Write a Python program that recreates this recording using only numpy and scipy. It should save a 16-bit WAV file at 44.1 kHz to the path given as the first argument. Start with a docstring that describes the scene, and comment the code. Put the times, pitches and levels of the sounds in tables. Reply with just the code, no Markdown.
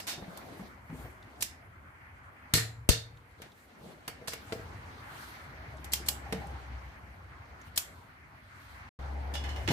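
"""A click-type wrench tightens the nuts of a steel car wheel in an open garage; later a hub cap is knocked.
Pawl and socket are dying chatters of noise that ring crowds of steel modes; heavy blows thump the tyre.
Low rim modes and dull knocks are struck resonators; diffuse echoes are noise dying band by band.
The worker's moves and the traffic wash are shaped noise; an engine drones as a throbbing near sine.
A short silence separates the two scenes."""
import sys
import numpy as np
from scipy import signal
from scipy.io import wavfile
from scipy.ndimage import uniform_filter1d

SR = 44100
rng = np.random.default_rng(int(sys.argv[2]) if len(sys.argv) > 2 else 0)


def pcm_store(signal):
    """Save signal as 16-bit PCM."""
    levels = np.round(np.clip(np.atleast_2d(signal), -1, 1) * 32767)
    wavfile.write(sys.argv[1], SR, levels.astype(np.int16).T)


N = 428916

# crowds of close modes of wrench and wheel: (f/Hz, width/Hz, level/dB)
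STEEL_CROWDS = [(1870, 170, -4), (2210, 220, -3), (2870, 150, -9), (5100, 250, -7), (5900, 200, -9),
                (8780, 400, -9), (10900, 500, -11), (3666, 90, -8), (4100, 140, -12), (4400, 200, -2),
                (4850, 100, -10), (7230, 170, -2), (7680, 150, -6)]
STEEL_T60_S = 0.23
# the pause between the scenes: (start t/s, end t/s)
PAUSE_S = (8.892, 8.989)
CREST = 1.94   # peak over rms of a noisy contact
KNOCK_LEAN_DB = 1.5   # left over right, for knocks, rim and boom
STEP = 40   # samples between the values of a slow curve
SIDES = np.array([[1], [-1]])   # sign of a difference signal at the left and right port


def amp(db):
    """Level definition: the amplitude ratio of a level in dB."""
    return 10 ** (np.asarray(db) / 20)


def rms_one(x):
    """Power normalisation: scaled to rms 1."""
    return x / np.sqrt(np.mean(x ** 2) + 1e-20)


def peak_one(x):
    """Peak normalisation: scaled to peak 1."""
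    return x / np.abs(x).max()


def fitted_to(x, shape):
    """Crest factor: noise scaled by its rms so that its peaks typically touch the envelope."""
    return x * np.sqrt(np.mean(shape ** 2) / np.mean(x ** 2)) / CREST


def lean(db):
    """Intensity stereo: left and right gains of a level difference."""
    return amp(db / 2 * SIDES)


def add(out, s, sound):
    """Superposition: mixes a stereo sound in at time s."""
    at = round(s * SR)
    out[:, at:at + sound.shape[1]] += sound[:, :N - at]


def in_time(tables):
    """Linear interpolation: columns of consecutive curve tables, one value a sample."""
    s, *columns = np.vstack(tables).T
    return [np.interp(np.arange(N) / SR, s, c) for c in columns]


def at_hz(points, hz):
    """Logarithmic pitch scale: a spectrum read on a log-frequency axis."""
    f, value = np.array(points).T
    return np.interp(np.log(hz), np.log(f), value)


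def dying(t60, attack_s):
    """Exponential decay: half a second of quick rise and fall; a t60 below 4 ms counts as 4 ms."""
    t = np.arange(SR // 2) / SR
    return (1 - np.exp(-t / attack_s)) * amp(-60 * t / max(t60, .004)) + 1e-18


def band(x, low_hz, high_hz):
    """Band limitation: Butterworth band-pass."""
    return signal.sosfilt(signal.butter(2, [low_hz, high_hz], "band", fs=SR, output="sos"), x)


def resonance(x, hz, width_hz):
    """Damped resonance: two poles, gain 1 on top."""
    r = np.exp(-np.pi * width_hz / SR)
    feedback = [1, -2 * r * np.cos(2 * np.pi * hz / SR), r * r]
    return signal.lfilter((1 - r * r) / 2 * np.array([1, 0, -1]), feedback, x)


def ring(force, modes, spread_db):
    """Modal superposition: the force sets every mode ringing, with strengths new for each blow."""
    out = 0
    for (hz, db, t60), luck in zip(modes, rng.standard_normal(len(modes))):
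        r, w = amp(-60 / (t60 * SR)), 2 * np.pi * hz / SR
        mode = signal.lfilter([0, np.sin(w)], [1, -2 * r * np.cos(w), r * r], force)
        out = out + amp(db + spread_db * luck) * mode
    return peak_one(out)


def drift(rate):
    """Low-passed random fluctuation of spread 1, a value every STEP samples."""
    r = np.exp(-2 * np.pi * rate * STEP / SR)
    lead_in = 2000
    slow = signal.lfilter([1], [1, -2 * r, r * r], rng.standard_normal(N // STEP + lead_in + 1))
    return rms_one(slow[lead_in:lead_in + len(range(0, N, STEP))])


def layered_noise(layers, patchy_db):
    """Power addition of incoherent layers (spectrum, level curve) in flickering half-octave stereo bands."""
    # left-right correlation: (f/Hz, correlation)
    likeness = [(60, 0.98), (180, 0.92), (550, 0.43), (1650, -0.27), (4970, 0.13), (15000, -0.07)]
    # left over right: (f/Hz, level/dB)
    balance = [(60, 1), (180, 1.5), (550, 1.5), (1650, 0.5), (4970, -3.5), (15000, 3.5)]
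    edges = 25 * 2 ** np.arange(0, 9.6, .5)
    centres = np.sqrt(edges[1:] * edges[:-1])
    widths = np.diff(edges) / (SR / 2)
    powers = [amp(2 * db[::STEP]) / np.sum(amp(2 * at_hz(shape, centres)) * widths) for shape, db in layers]
    out, white = 0, rng.standard_normal((2, 2, N))
    for k, hz in enumerate(centres):
        mid, side = band(white[k % 2], edges[k], edges[k + 1])
        alike = np.clip(at_hz(likeness, hz), -.99, .99)
        power = sum(p * amp(2 * at_hz(shape, hz)) for (shape, _), p in zip(layers, powers))
        gain = np.sqrt(power) * amp(patchy_db * drift(9.8))
        pair = np.sqrt(1 + alike) * mid + np.sqrt(1 - alike) * side * SIDES
        smooth_gain = np.interp(np.arange(N) / STEP, np.arange(len(gain)), gain)
        out = out + smooth_gain * lean(at_hz(balance, hz)) * pair
    return out


def worker(*floors_db):
    """Power addition: bell-shaped swells of shuffle, rustle and swish over what is always there."""
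    # moves: (middle t/s, spread/s, shoes and knees level/dB, clothes level/dB, fine swish level/dB)
    moves = [(0.05, 0.094, -74, -76, -73), (0.42, 0.25, -79, -80, -70.5), (0.56, 0.12, -54, -65, -76),
             (1.02, 0.071, -65, -69.5, -62.5), (1.42, 0.03, -58.5, -74, -69),
             (2.62, 0.069, -60.5, -64, -78.5), (3.45, 0.04, -58.5, -67, -91),
             (3.62, 0.088, -82, -73.5, -73), (3.877, 0.06, -53.5, -66.5, -70.5),
             (4.522, 0.11, -75, -66, -67.5), (5.23, 0.13, -76, -60, -62), (6.449, 0.078, -54, -78, -89),
             (7.67, 0.022, -75, -75, -73), (7.941, 0.1, -64.5, -74, -73), (8.689, 0.11, -77, -71, -70),
             (9.72, 0.11, -60.5, -68, -70.5)]
    t, (s, spread, *levels) = np.arange(N) / SR, np.transpose(moves)
    bells = np.exp(-((t[::STEP] - s[:, None]) / spread[:, None]) ** 2)
    curves = []
    for floor, db in zip(floors_db, levels):
        swell = np.interp(t, t[::STEP], amp(2 * db) @ bells)
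        curves.append(10 * np.log10(amp(2 * floor) + swell))
    return curves


def drone_curves():
    """Amplitude and frequency modulation: pitch and level of an engine that swells, fades and returns louder."""
    # engine before and after the pause: two lists of (t/s, f/Hz, level/dB)
    before, after = [
        [(5.8, 67, -47.5), (6.1, 67.6, -45.5), (6.75, 64.8, -45.5), (7.05, 65.8, -55.5), (7.6, 66.5, -62.5)],
        [(9.0, 69.4, -40.5), (9.2, 69.6, -36), (9.63, 70.6, -38), (9.67, 68.4, -47), (9.72, 70, -41)],
    ]
    silent_db = -80
    fade_in = [(before[0][0] - .3, before[0][1], silent_db)]
    fade_out = [(before[-1][0] + 0.19, before[-1][1], silent_db), (PAUSE_S[0], after[0][1], silent_db)]
    return in_time([fade_in, before, fade_out, after])


def surroundings():
    """Spectral shaping: traffic, rumble, the worker's moves and engine roar as layers of coloured noise."""
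    # before and after the pause: two lists of
    # (t/s, traffic wash level/dB, rumble level/dB, low middle level/dB, treble level/dB)
    outside = [
        [(0.0, -60, -62, -57, -74), (0.42, -56.5, -64.5, -55, -62.5), (0.71, -59.5, -59.5, -64, -87),
         (1.34, -60, -61, -60.5, -71.5), (1.7, -61.5, -59, -66.5, -89), (2.47, -58, -62, -67.5, -84.5),
         (2.79, -63, -52.5, -67.5, -85), (3.26, -64, -60, -68.5, -79), (3.78, -65, -70.5, -65, -73.5),
         (4.7, -55.5, -51, -56.5, -66), (5.17, -52, -58.5, -61.5, -67), (5.69, -56, -54, -58.5, -69),
         (6.26, -54, -52.5, -56.5, -65.5), (6.53, -54, -51.5, -61, -63.5), (7.22, -58.5, -56, -63.5, -76),
         (7.79, -57, -58.5, -63.5, -71.5), (8.23, -61.5, -61, -69.5, -78), (8.88, -55.5, -57, -67, -67.5)],
        [(9.0, -53.5, -50.5, -55.5, -66), (9.224, -56.5, -56, -59, -68), (9.612, -52.5, -46.5, -51, -74),
         (9.72, -64, -44, -56, -49)],
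    ]
    # relative power density of each layer: (f/Hz, level per Hz/dB)
    wash = [(150, -36), (250, 1), (393, -23), (524, -18), (681, -9.5), (735, 7.5), (1070, -4), (1700, 5),
            (2610, -16.5), (3270, -25.5), (5000, -28), (6500, -57), (11000, -120)]
    rumble = [(25, -29), (45, 7), (65, 26), (100, 20), (140, 14), (200, -45.5)]
    shuffle = [(90, -14.5), (150, -3), (250, -4.5), (480, -8.5), (800, -5.5), (1500, -36.5)]
    rustle = [(1500, -32), (3000, 17), (4500, 5), (7000, -1), (9000, -8), (13000, -21.5)]
    swish = [(5000, -23), (8500, -0.5), (12000, -8.5), (16000, -6)]
    roar = [(300, -1), (600, -2), (800, 9.5), (950, -9), (1300, -66)]
    hiss_db = -81.5   # finest treble between the moves
    wash_db, rumble_db, low_db, treble_db = in_time(outside)
    shuffle_db, rustle_db, swish_db = worker(low_db, treble_db, hiss_db + 0 * low_db)
    roar_db = drone_curves()[1] - 17
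    layers = [(wash, wash_db), (rumble, rumble_db), (shuffle, shuffle_db),
              (rustle, rustle_db), (swish, swish_db), (roar, roar_db)]
    return layered_noise(layers, patchy_db=2.09)


def drone():
    """Periodic and random excitation: the engine's strongest order, throbbing, and its roar's hollow band."""
    pipe_hz, pipe_width_hz, pipe_db = 800, 140, -14   # level relative to the drone
    hz, db = drone_curves()
    hollow = resonance(rng.standard_normal((2, N)), pipe_hz, pipe_width_hz)
    hollow = rms_one(resonance(hollow, pipe_hz, 2 * pipe_width_hz))
    throb_db = uniform_filter1d(np.repeat(drift(8), STEP)[:N], size=200)
    order = np.sqrt(2) * amp(throb_db) * np.sin(2 * np.pi * np.cumsum(hz) / SR)
    return amp(db) * (order * lean(2.1) + amp(pipe_db) * hollow)


def garage(x):
    """Diffuse reverberation: noise that dies band by band, unrelated on the two sides."""
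    # reverberation time: (f/Hz, t60/s)
    reverb_t60 = [(125, 0.17), (500, 0.42), (2000, 0.27), (5000, 0.2), (10000, 0.12), (16000, .2)]
    t, edges = np.arange(SR // 2) / SR, 60 * 2. ** np.arange(9)
    white = rng.standard_normal((2, len(t))) * (1 - np.exp(-t / 0.0029))
    tail = 0
    for lo, hi in zip(edges, edges[1:]):
        tail = tail + band(white, lo, hi) * amp(-60 * t / at_hz(reverb_t60, np.sqrt(lo * hi)))
    tail /= np.sqrt(np.sum(tail ** 2, axis=1, keepdims=True))
    return signal.fftconvolve(x, tail, axes=1)[:, :N]


def ticks():
    """Impulsive excitation: faint ticks of play in the socket, tiny dry contacts with a brief ring."""
    # ticks: (t/s, peak level before the lean/dB, f/Hz)
    play = [(0.596, -43, 1110), (0.899, -46.5, 1010), (1.226, -51, 3640), (3.171, -55, 3640),
            (3.518, -52, 3530), (5.77, -54, 7000), (6.253, -41, 845), (6.469, -51, 8200),
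            (7.456, -63, 5068), (7.614, -48.5, 6300)]
    out = np.zeros((2, N))
    for s, db, hz in play:
        tap = dying(0.035, .0005) * rng.standard_normal(SR // 2)
        tick = peak_one(resonance(tap, hz, .14 * hz)) + .5 * peak_one(band(tap, hz / 2, hz * 1.4))
        add(out, s, amp(db) * lean(-2.8) * peak_one(tick))
    return out


def knocks():
    """Damped resonance: a soft contact of knee, hand or handle shakes one broad mode, which dies away; the row
    at 6.405 s instead lets a band near 800 Hz ring on for about half a second."""
    # dull knocks, and at 6.405 s a long ring near 800 Hz: (t/s, level/dB, f/Hz, t60 of the shaking/s)
    dull = [(0.177, -35, 147, 0.14), (0.222, -27.5, 192, 0.054), (0.279, -34, 173, 0.08),
            (0.398, -38, 280, 0.059), (0.49, -41, 420, 0.05), (0.52, -37, 298, 0.059),
            (0.595, -33, 193, 0.15), (0.897, -33, 160, 0.11), (0.925, -33.5, 254, 0.088),
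            (0.939, -34, 67, 0.16), (0.982, -38, 61, 0.37), (1.04, -35.5, 83, 0.19),
            (3.81, -40.5, 148, 0.17), (3.86, -40, 200, 0.15), (5.739, -40, 634, 0.094),
            (6.324, -23, 175, 0.17), (6.256, -35, 793, 0.1), (6.405, -39.5, 804, 0.5),
            (9.702, -15.5, 138, 0.19), (6.002, -35, 356, 0.069), (9.682, -21.5, 332, 0.065),
            (9.698, -17, 166, 0.062)]
    out = np.zeros((2, N))
    for s, db, hz, t60 in dull:
        shape = dying(t60, 0.0044)
        shake = band(shape * rng.standard_normal(len(shape)), 35, 900)
        shake = fitted_to(resonance(shake, hz, 0.13 * hz) + 0.066 * shake, shape)
        struck = ring(dying(0.0038, 0.00044), [(hz, 0, 0.71 * t60)], spread_db=0)
        add(out, s, amp(db) * lean(KNOCK_LEAN_DB) * (shake + 0.55 * struck))
    return out


def jolts():
    """Structure-borne shock: two heavy blows move mostly the left port out and back; air in the tyre booms."""
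    # blows: (t/s, kick level/dB, direction, boom level/dB)
    shocks = [(2.538, -22, -1, -23), (2.89, -4, 1, -26)]
    # air in the tyre: (f/Hz, level/dB, t60/s)
    tyre_air = [(113, 0, .8), (125, -5, .6), (156, -2, .3), (185, -8, .2)]
    kick, swing = (385, 0, 0.0051), (53, 0, 0.035)   # f/Hz, level/dB, t60/s
    swing_lag_s, swing_db = 0.0014, -3.5   # the slow swing back, after and relative to the quick kick
    out, push = np.zeros((2, N)), dying(0.0026, 0.00033)
    for s, db, direction, boom_db in shocks:
        left = np.sign(direction) * amp(db) * np.array([[1], [.05]])
        add(out, s, left * ring(push, [kick], spread_db=0))
        add(out, s + swing_lag_s, -amp(swing_db) * left * ring(push, [swing], spread_db=0))
        boom = ring(dying(.012, .002), tyre_air, spread_db=1.5)
        add(out, s, amp(boom_db) * lean(KNOCK_LEAN_DB) * boom)
    return out


def rim():
    """Modal excitation: the bar's short push rings the low rim modes, most near the liveliest region."""
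    # low modes of the steel rim: (f/Hz, level before the fall/dB, t60 before the knock's factor/s)
    rim_modes = [(490, 0, 0.1), (451, -3, 0.17), (472, -23, .9), (648, -1, 0.11), (797, -5, 0.08),
                 (918, -3, .08), (1064, -3, 0.06), (1200, -5, .05), (324, -14, .05), (545, -5, .06)]
    # the bar knocks the rim: (t/s, level/dB, factor on t60, liveliest f/Hz)
    bar_knocks = [(2.553, -26, 1.65, 456), (2.906, -24.5, 1.53, 450), (3.401, -41.5, 0.88, 500),
                  (4.09, -38.5, 0.91, 460), (4.214, -39, 1.4, 650), (4.222, -37, 1.2, 480),
                  (4.522, -26, 1.1, 653), (4.531, -25, 1.4, 520), (4.561, -32, .7, 460),
                  (4.596, -35, .9, 460), (4.284, -36.5, 1.6, 700), (4.335, -36, 1, 550),
                  (6.325, -25.5, 0.94, 805), (6.334, -23.5, 0.91, 500)]
    fall_db = 10   # per octave away from the liveliest region
    out = np.zeros((2, N))
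    for s, db, free, lively_hz in bar_knocks:
        modes = []
        for hz, mode_db, t60 in rim_modes:
            octaves = abs(np.log2(hz / lively_hz))
            modes.append((hz, mode_db - fall_db * octaves, t60 * max(free, .1)))
        add(out, s, amp(db) * lean(KNOCK_LEAN_DB) * ring(dying(0.004, 0.0003), modes, spread_db=2))
    return out


def crowd_ring(wide, crowds, lively_hz, t60, between_db):
    """High modal density: close modes beat into rough bands; the liveliest region rings most and longest."""
    lively_db, lively_octaves, lively_longer = 12, .09, .5   # gain, reach and share of longer ringing
    ring_spread_db = 3   # each blow wakes the crowds differently
    out, power = 0, 0
    for (hz, width_hz, db), luck in zip(crowds, rng.standard_normal(len(crowds))):
        octaves = abs(np.log2(hz / lively_hz))
        near = np.exp(-(octaves / lively_octaves) ** 2)
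        gain = amp(db + ring_spread_db * luck - 2.1 * octaves + lively_db * near)
        decay = dying(t60 * (1 + lively_longer * near), 0.0014)
        out = out + gain * decay * rms_one(resonance(wide, hz, width_hz))
        power = power + gain ** 2
    # countless weak modes between the crowds
    between = rms_one(band(wide, lively_hz / 2, min(1.74 * lively_hz, 15000)))
    between = amp(between_db) * dying(t60, 0.0021) * between
    return (out / np.sqrt(power) + between) / np.sqrt(1 + amp(2 * between_db))


def blows(table, crowds, ring_t60, between_db):
    """Impact excitation: a dying chatter of uneven micro-impacts cracks, rings metal and thumps the tyre."""
    # tyre and axle: (f/Hz, level/dB, t60/s)
    tyre_modes = [(67.4, 4.5, 0.009), (118, -23, 0.47), (165, -13, 0.17), (270, -3.5, 0.019),
                  (300, -9.5, 0.065)]
    thump_lean_db, edge_lean_db = 0.5, 9.5   # tyre nearer the left port, which also faces the finest treble
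    out = np.zeros((2, N))
    for s, bright_db, edge_db, body_db, thump_db, t60, ring_db, lively_hz, pan_db in table:
        shape = dying(t60, 0.00091)
        grit, other, unevenness, shimmer, glimmer = rng.standard_normal((5, len(shape)))
        # the steel radiates unevenly to the ports
        chatter = shape * amp(3.8 * unevenness) * (grit + 0.72 * other * SIDES)
        bright = fitted_to(band(chatter, 2290, 10840), shape)
        body = fitted_to(band(chatter, 510, 3770), shape)
        edge = lean(edge_lean_db) * fitted_to(band(chatter, 8000, 16000), shape)
        ringing = crowd_ring(shimmer + glimmer * SIDES, crowds, lively_hz, ring_t60, between_db) / CREST
        metal = bright + amp(body_db) * body + amp(edge_db) * edge + amp(ring_db) * ringing
        # rubber takes the blow as one soft push
        thump = -amp(thump_db) * ring(dying(0.0033, 0.00013), tyre_modes, spread_db=3.5)
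        add(out, s, amp(bright_db) * (lean(pan_db) * metal + lean(thump_lean_db) * thump))
    return out


def cap_contacts():
    """Impact excitation of a thin shell: knocks on the hub cap ring its own narrow crowds of modes."""
    # crowds of close modes of the hub cap: (f/Hz, width/Hz, level/dB)
    cap_crowds = [(1760, 50, -4), (2090, 76, -7), (2550, 50, -10), (2890, 25, 0), (2990, 25, -2),
                  (3430, 40, -3), (4190, 45, -9), (4720, 90, -12), (5050, 90, -8), (5330, 90, -9),
                  (5850, 60, -14)]
    # knocks: (t/s, bright peak level/dB, then relative to it top edge level/dB, body level/dB,
    # thump level/dB, ringing level/dB, and liveliest f/Hz)
    cap_table = [(9.338, -32.5, -19, -1, -5, -2.5, 3370), (9.347, -37.5, -15, -2, -19, 1.5, 2800),
                 (9.352, -34, -18, 9, -11, -9, 5100), (9.438, -44, -7, 13, 5, 6.5, 2160),
                 (9.489, -46, -1, 14, 14, 5.5, 2910), (9.491, -50.5, -18, 0, 6, 4, 4190),
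                 (9.560, -45.5, -1, 12, -1, 6.5, 2000), (9.58, -56, -8, 4, -11, -6, 3430),
                 (9.612, -55, -6, 4, -11, 3, 2950), (9.676, -34.5, -6, 17.5, -6, 5, 2070),
                 (9.686, -32.5, -3, 16, -8, 5, 2060), (9.706, -31.5, -5, 6, -11, -1, 4200),
                 (9.716, -29, -1, -14, -20, -13, 2340)]
    chatter_t60_s, lean_db = 0.028, -2
    rows = [(*row[:5], chatter_t60_s, *row[5:], lean_db) for row in cap_table]
    return blows(rows, cap_crowds, ring_t60=0.26, between_db=-5)


def steel_contacts():
    """Impact excitation of steel: socket and bar meet nut and rim."""
    # contacts: (t/s, bright peak level/dB, then relative to it top edge level/dB, body level/dB,
    # thump level/dB, ringing level/dB, and liveliest f/Hz, left over right level/dB)
    socket_table = [(0.0, -32.5, -8, 4.5, -13, -10, 5270, -1.5), (0.373, -34, -3, -7, -16, -31, 1740, -3),
                    (2.5365, -8, -9, -5.5, -14.5, -11, 4120, 1.5),
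                    (2.5502, -20.5, -8, -24, -6, -1, 7100, -3),
                    (2.5735, -23.5, -9.5, -13, -2, -3.5, 1930, -1),
                    (2.8893, -6.5, -10, -5.5, -14, -14.5, 4540, -1.5),
                    (2.915, -26, -11, -7.5, -25, 0, 3750, -2.5), (3.418, -37, -16, 3.5, -9, -10, 1830, 0),
                    (4.078, -24, -8, 0, -14, -15, 2070, -2.5), (4.2738, -34.5, -15, 3, -33, -6, 5240, -14),
                    (4.28, -23.5, -23, 0, -16.5, -13.5, 4700, 3), (4.319, -37, -10, 0, -21, -3.5, 2210, 0),
                    (4.3334, -26.5, -12, 0.5, -21, -25, 5500, 0),
                    (4.5222, -34, -11, 10.5, -14, -10.5, 4600, 0),
                    (5.843, -33.5, -6, -22, -10, -20.5, 6040, -1),
                    (6.324, -28.5, -27, 7.5, -3, -12.5, 2700, -1.5)]
    chatter_t60_s = 0.04
    rows = [(*row[:5], chatter_t60_s, *row[5:]) for row in socket_table]
    return blows(rows, STEEL_CROWDS, STEEL_T60_S, between_db=-2)


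def pawl_contacts():
    """Stick-slip and snap: the pawl slips, then snaps over; first the socket grates in a run of touches."""
    # clicks: (snap t/s, snap level/dB, lead of the slip/s, slip level/dB,
    # snap left over right level/dB, snap liveliest f/Hz)
    clicks = [(1.4232, -11.5, 0.016, -21, -4.5, 5150), (5.934, -9, 0.014, -19.5, -2.5, 4900),
              (6.085, -8.5, .0246, -28, -4, 7670), (7.7756, -8.5, 0.016, -20.5, -1.5, 7870)]
    # shared by snaps, by slips: (top edge level/dB, body level/dB, thump level/dB, chatter t60/s,
    # ringing level/dB), levels relative to the bright peak; a negative t60 gives the shortest chatter
    snap = (-5, -12.5, -32, 0.0309, -24)
    slip = (-4, -7.5, -27, -0.0249, -11)
    # each grating touch: the columns of snap, then liveliest f/Hz, left over right level/dB
    grate = (-8, -2, -42, 0.0165, -15, 3600, -2)
    slip_lively_hz, slip_lean_db = 6500, 0
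    grate_start_s, grate_gap_s, grate_top_s, grate_db = .0685, .0055, 0.076, -19.5
    rise_db, fall_db = 800, 219   # fall per second before and after the loudest time
    snaps = [(s, db, *snap, hz, pan_db) for s, db, _, _, pan_db, hz in clicks]
    slips = [(s - lead, db, *slip, slip_lively_hz, slip_lean_db) for s, _, lead, db, *_ in clicks]
    grating = []
    for s in grate_start_s + grate_gap_s * np.arange(13):
        below_db = max(rise_db * (grate_top_s - s), fall_db * (s - grate_top_s))
        grating.append((s, grate_db - below_db, *grate))
    return blows(snaps + slips + grating, STEEL_CROWDS, STEEL_T60_S, between_db=6)


def scene():
    """Direct sound plus reverberation: blows reach the right port late; surroundings lie under them."""
    garage_db, port_lag_s = -11.5, .00013
    direct = pawl_contacts()
    direct += steel_contacts() + cap_contacts() + knocks() + rim()
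    direct[1] = np.interp(np.arange(N) - round(port_lag_s * SR), np.arange(N), direct[1])
    direct += ticks()
    return direct + amp(garage_db) * garage(direct) + surroundings() + drone() + jolts()


def record(dry):
    """Band limitation: the microphone drops the deepest bass, the pause is muted, the top is cut."""
    cutoff_hz, fade_s = 16400, 0.0019
    t = np.arange(N) / SR
    mute = np.clip(np.maximum(PAUSE_S[0] - t, t - PAUSE_S[1]) / fade_s, 3e-4, 1)
    thinned = signal.sosfilt(signal.butter(2, 45, "high", fs=SR, output="sos"), dry)
    return signal.sosfilt(signal.cheby2(12, 70, cutoff_hz, fs=SR, output="sos"), thinned * mute)


dry = scene()
out = record(dry)
pcm_store(out)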